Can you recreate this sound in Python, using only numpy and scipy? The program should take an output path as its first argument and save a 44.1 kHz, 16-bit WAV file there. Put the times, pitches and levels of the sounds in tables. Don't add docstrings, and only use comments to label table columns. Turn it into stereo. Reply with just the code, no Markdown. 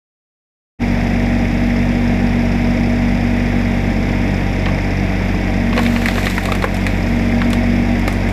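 import sys
import numpy as np
from scipy import signal
from scipy.fft import rfft, irfft, next_fast_len
from scipy.io import wavfile
from scipy.ndimage import uniform_filter1d, minimum_filter1d, map_coordinates

SR = 44100
rng = np.random.default_rng(int(sys.argv[2]) if len(sys.argv) > 2 else 0)


def log_audio(samples):
    frames = np.atleast_2d(samples).T
    limited = np.clip(frames, -1, 1)
    pcm = np.round(limited * 32767).astype(np.int16)
    wavfile.write(sys.argv[1], SR, pcm)


N = 366912
ENGINE_DB = -21

# t/s, firing rate/Hz
FIRING_RATE = [(.8, 47.66), (2.2, 47.72), (5.1, 47.73), (5.45, 47.2), (5.85, 46.9), (6.3, 47.2), (7, 47.36),
               (8.32, 47.36)]
def excavator():
    rate, = curves(FIRING_RATE)
    firing_phase = 2 * np.pi * np.cumsum(rate) / SR + .15 * wobble(3)
    tones = exhaust(firing_phase, rate) + panel_hum(firing_phase) + pump_whine(firing_phase * 2 / 3)
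    noises = engine_roar(firing_phase) + bodywork_drone() + mechanical_hiss()
    noises += valve_clatter(firing_phase / (6 * np.pi), rate)
    return amp(ENGINE_DB) * noises + np.sqrt(2) * tones * [[1], [0]]

# multiple of the firing rate, level/dB
EXHAUST_HARMONICS = [(1, 0), (4, -2.5), (6, -11.5), (7, -24), (8, -21.5), (9, -23), (10, -17.5)]
def exhaust(phase, rate):
    puffs = 0
    for k, db in EXHAUST_HARMONICS:
        level = amp(ENGINE_DB + db + .32 * np.sqrt(k) * wobble(11))
        puffs += level * np.cos(k * phase + .083 * k * wobble(7))
    sag_hz = rate.max() - rate
    third = amp(-29 - 21 * sag_hz + 2.2 * wobble(9)) * np.cos(3 * phase)
    second = amp(ENGINE_DB - 1.65 + .59 * wobble(9)) * np.cos(2 * phase - np.pi / 4)
    return puffs + third + second

# t/s, level/dB
PANEL_SWELLS = [(.85, -20.5), (1.8, -18), (3.3, -18), (4.1, -24), (5.19, -33), (5.6, -21), (5.9, -14.5),
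                (6.31, -27.5), (6.55, -24.5), (6.72, -36), (7.18, -17.5), (7.82, -17), (8.3, -26)]
def panel_hum(phase):
    level_db, = curves(PANEL_SWELLS)
    return amp(level_db + 1.04 * wobble(29)) * np.sin(5 * phase + .29 * wobble(10))

# multiple of the shaft speed, level/dB
PUMP_PARTIALS = [(20, 3), (25, 3)]
def pump_whine(shaft_phase):
    return amp(-37.5) * sum(amp(db + 2.54 * wobble(12)) * np.sin(k * shaft_phase + .56 * wobble(12))
                            for k, db in PUMP_PARTIALS)

# [(place in the cycle, t60/s, level/dB)]
KNOCKING_PARTS = [(680, 980, [(.12, 0.038, -6.5), (.43, .04, -9), (.8, 0.023, -6.5)]),
                  (1130, 200, [(.92, 0.035, -8), (0.49, 0.056, -13)]), (1980, 640, [(.1, 0.036, -1.5),
                  (.47, .02, -8), (0.69, 0.042, -7)]), (5020, 1370, [(.01, 0.062, -14),
                  (0.46, 0.023, -12)]), (6300, 1900, [(.01, 0.075, -28), (.57, 0.02, -19),
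                  (.89, 0.021, -27)])]
def valve_clatter(cycle, rate, attack_s=.00062):
    out = 0
    for hz, width, knocks in KNOCKING_PARTS:
        envelope = 0
        for place, t60, db in knocks:
            since_s = (cycle - place) % 1 * 3 / rate
            knock_index = np.floor(cycle - place + 1).astype(int)
            accent_db = rng.normal(0, 1.1, int(cycle[-1]) + 3)[knock_index]
            envelope += amp(db + accent_db - 60 * since_s / t60) * np.minimum(1, since_s / attack_s)
        out += envelope * noise(lambda f: mode(f, hz, width) ** 2)
    return out

# f/Hz, width/Hz
LOG_MODES = [(520, 220), (720, 320), (1100, 300)]
# thud/dB, snap/dB, splinter/dB
CRACK_CUES = [(4.658, -10, 1700, 1, -1.5, -35), (4.665, -11, 1590, 4, -20, -35),
              (4.686, -13, 1820, 2, -20, -35), (5.729, -9, 2320, 0, -9, -30), (5.765, -8, 1840, 4, -4, -11),
              (5.777, -2, 1940, -1, -12, -20), (5.791, -3, 1380, 5, -6, -11),
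              (5.852, -13, 2200, -20, -16, -16), (5.864, -5, 2200, -11, -5, -18),
              (5.962, -4.5, 2070, -3, -22, -24), (6.018, -11, 2100, -3, -11, -21),
              (6.0579, 1, 1870, -6.5, -14, -14), (6.085, -0.5, 2020, -6.5, -3, -16),
              (6.11, -12, 1820, 4, 5, 0), (6.156, -12, 1750, -5, -6, -15.5),
              (6.18, -6.5, 1930, -3, -10, -17), (6.23, -12, 2190, -5, -9, -10),
              (6.258, -8.5, 1880, -9, 3, -6), (6.268, 0, 1980, -7, -13, -16), (6.299, -11, 2040, -6, 1, -1),
              (6.38, 0, 1670, -10, -14, -16.5), (6.435, -16, 1950, -3, 3, 2),
              (6.455, -6.5, 2150, -3, -7, -8), (6.486, -13, 1500, 12, -12, -17),
              (6.52, -2.5, 2280, -1, -7, -13), (6.551, -8.5, 1590, -5, -7, -8),
              (6.623, -8, 2330, 0, -4, -11), (6.641, 0.5, 1500, -0.5, -26, -17),
              (6.744, -13.5, 2200, -7, -7, -4), (6.866, -1.5, 1970, -12, -5.5, -13),
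              (7.417, -4, 1480, -7, -8, -21), (7.504, -16, 1880, -1, 1, 3), (7.531, -7, 2000, 1, 2, -3.5),
              (8.078, -1.5, 1980, -2, -7.5, -7), (8.126, -18, 2150, 3, 0, 10), (8.289, -21, 2200, 0, 6, 4)]
def log_cracks(break_t60_s=.022, tail_t60_s=.27, tail_db=-15, snap_hz=3325):
    out = np.zeros((2, N + SR))
    t = np.arange(SR // 8) / SR
    f = np.fft.rfftfreq(len(t), 1 / SR)
    thud = unit(sum(mode(f, hz, width) ** 2 for hz, width in LOG_MODES))
    snap = unit(mode(f, snap_hz, .52 * snap_hz) ** 3)
    splinter = unit(mode(f, 7900, 6700) ** 2)
    envelope = amp(-60 * t / break_t60_s) + amp(tail_db - 60 * t / tail_t60_s)
    for start_s, peak_db, ring_hz, thud_db, snap_db, splinter_db in CRACK_CUES:
        burst = envelope * np.sign(rng.standard_normal((2, len(t)))) * [[1], [.8]]
        burst[0, :2] = 2.7
        ring = unit(mode(f, ring_hz, .85 * ring_hz) ** 3)
        wood = ring + amp(thud_db) * thud + amp(snap_db) * snap + amp(splinter_db) * splinter
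        crack = irfft(rfft(burst) * wood, len(t))
        start = round(start_s * SR)
        out[:, start:start + len(t)] += amp(peak_db) * crack / np.abs(crack[0]).max()
    return out[:, :N]

# f/Hz, level/dB
SPLINTER_SPECTRUM = [(3530, 10), (6000, 6), (7670, 7), (9040, -3), (13300, 3.5), (14400, -11), (15000, -23)]
# t/s, level/dB
CRACKLE_SWELL = [(5.6, -61), (5.79, -33.5), (6.3, -29), (6.62, -39.5), (7.1, -42.5), (7.9, -53),
                 (8.32, -52.5)]
def fibre_crackle(snaps_per_s=450, decay_s=.0033):
    snaps = (rng.random(N) < snaps_per_s / SR) * amp(4 * rng.exponential(size=N))
    tearing = 1 + unit(signal.lfilter([1], [1, -np.exp(-1 / (decay_s * SR))], snaps))
    fine = unit(tearing * noise(lambda f: amp(along(SPLINTER_SPECTRUM, f))))
    coarse = amp(-7) * unit(tearing * noise(lambda f: mode(f, 2900, 2300) ** 2))
    silent_start = (CRACKLE_SWELL[0][0] - .05, -120)
    level_db, = curves([silent_start] + list(CRACKLE_SWELL))
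    return amp(level_db) * (fine + coarse)

# f/Hz, level/dB
ROAR_SPECTRUM = [(15, -41), (25, -11), (63, -11.5), (104, -8), (140, -5.5), (229, -4), (352, -9.5),
                 (575, -13.5), (642, -7.5), (789, -9.5), (854, -57), (924, -12), (1100, -25.5), (1430, -68),
                 (2420, -120)]
def engine_roar(phase):
    return amp(-2 + .5 * np.cos(phase)) * noise(lambda f: amp(along(ROAR_SPECTRUM, f)))

# f/Hz, width/Hz, level/dB
BODYWORK_MODES = [(170.9, 10, -11), (219, 41, -9.5), (305.1, 5.6, -9.5), (331.8, 19, -18), (528, 32, -14)]
def bodywork_drone():
    return amp(-7.5) * noise(lambda f: sum(amp(db) * mode(f, hz, width) ** 2 / np.sqrt(width)
                                           for hz, width, db in BODYWORK_MODES))

# f/Hz, level/dB
HISS_SPECTRUM = [(470, -34), (800, -18.5), (840, -1.5), (927, -0.5), (1050, -6.5), (1230, -3.5), (2190, -1),
                 (3050, -13.5), (3620, -14), (4240, -21), (5100, -17.5), (8740, -35.5), (12000, -31),
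                 (14300, -47), (15000, -78)]
def mechanical_hiss():
    return amp(-5 + .15 * wobble(4.08)) * noise(lambda f: amp(along(HISS_SPECTRUM, f)))

# f/Hz, left-right likeness (0 to 1)
LIKENESS = [(50, .97), (250, .88), (700, .88), (1200, .72), (1800, .56), (2500, .6), (3200, .3),
            (4300, .55), (6500, .25), (14000, .1)]
# f/Hz, level of left over right/dB
BALANCE = [(100, -.2), (150, .8), (220, -.6), (330, -2.4), (500, 1), (770, 0), (1200, -1.7), (2400, 1.4),
           (4500, .5), (9000, .3), (14000, -.3)]
# f/Hz, lead of the left channel/rad
LEFT_LEAD = [(0, 0), (700, 1.5), (1400, 3.3), (2240, 6.3), (2600, 6.6), (3450, 12.7), (4200, 15.6),
             (15000, 47)]
def place_in_stereo(pair, leftward):
    def spread(hz):
        angle = np.arccos(np.clip(along(LIKENESS, hz), 0, 1)) / 2
        return np.array([np.cos(angle), np.sin(angle)])
    def pan(hz):
        side = np.array([[.5], [-.5]])
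        lead = leftward * np.interp(hz, *np.transpose(LEFT_LEAD))
        return amp(side * along(BALANCE, hz)) * np.exp(1j * side * lead)
    shared, scattered = filtered(pair, spread)
    return filtered(np.array([shared + scattered, shared - scattered]), pan)

def amp(db):
    return 10 ** (np.asarray(db) / 20)

def unit(x):
    return x / np.sqrt(np.mean(np.abs(x) ** 2) + 1e-20)

def along(points, hz):
    f, values = np.transpose(points)
    return np.interp(np.log(hz + 1), np.log(f + 1), values)

def curves(rows):
    times, *columns = np.transpose(rows)
    return [np.interp(np.arange(N) / SR, times, column) for column in columns]

def wobble(rate):
    knots = rng.standard_normal(int(N * rate / SR) + 4)
    grid = np.arange(0, N + 64, 64)
    return np.interp(np.arange(N), grid, map_coordinates(knots, [grid * rate / SR]))

def filtered(x, response):
    size = next_fast_len(x.shape[-1] + 4096)
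    return irfft(rfft(x, size) * response(np.fft.rfftfreq(size, 1 / SR)), size)[..., :x.shape[-1]]

def mode(f, hz, width):
    return 1j * f * width / (hz * hz - f * f + 1j * f * width)

def noise(response):
    size = next_fast_len(N)
    real, imag = rng.standard_normal((2, 2, size // 2 + 1))
    return unit(irfft((real + 1j * imag) * response(np.fft.rfftfreq(size, 1 / SR)), size)[:, :N])

def scene():
    machine = place_in_stereo(excavator(), leftward=1)
    log = place_in_stereo(log_cracks() + fibre_crackle(), leftward=-.1)
    return machine + log

# f/Hz, level/dB
HIGH_CUT = [(14200, 0), (14400, -10), (15600, -36)]
def record(dry, ceiling=.9, release_s=.074, fade_start_s=.787, fade_end_s=.82, top_hz=15900):
    t = np.arange(N) / SR
    needed_gain = np.minimum(1, ceiling / (np.abs(dry).max(0) + 1e-9))
    held_gain = minimum_filter1d(needed_gain, size=1001, origin=400)
    release = t / release_s
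    duck = np.exp(np.maximum.accumulate(np.log(1 - held_gain + 1e-9) + release) - release)
    gain = uniform_filter1d(1 - duck, size=181)
    fade = np.clip((t - fade_start_s) / (fade_end_s - fade_start_s), 0, 1) ** 1.5
    return filtered(dry * gain * fade,
                    lambda hz: amp(along(HIGH_CUT, hz)) * np.clip((top_hz - hz) / 300, 0, 1) ** 2)

dry = scene()
out = record(dry)
log_audio(out)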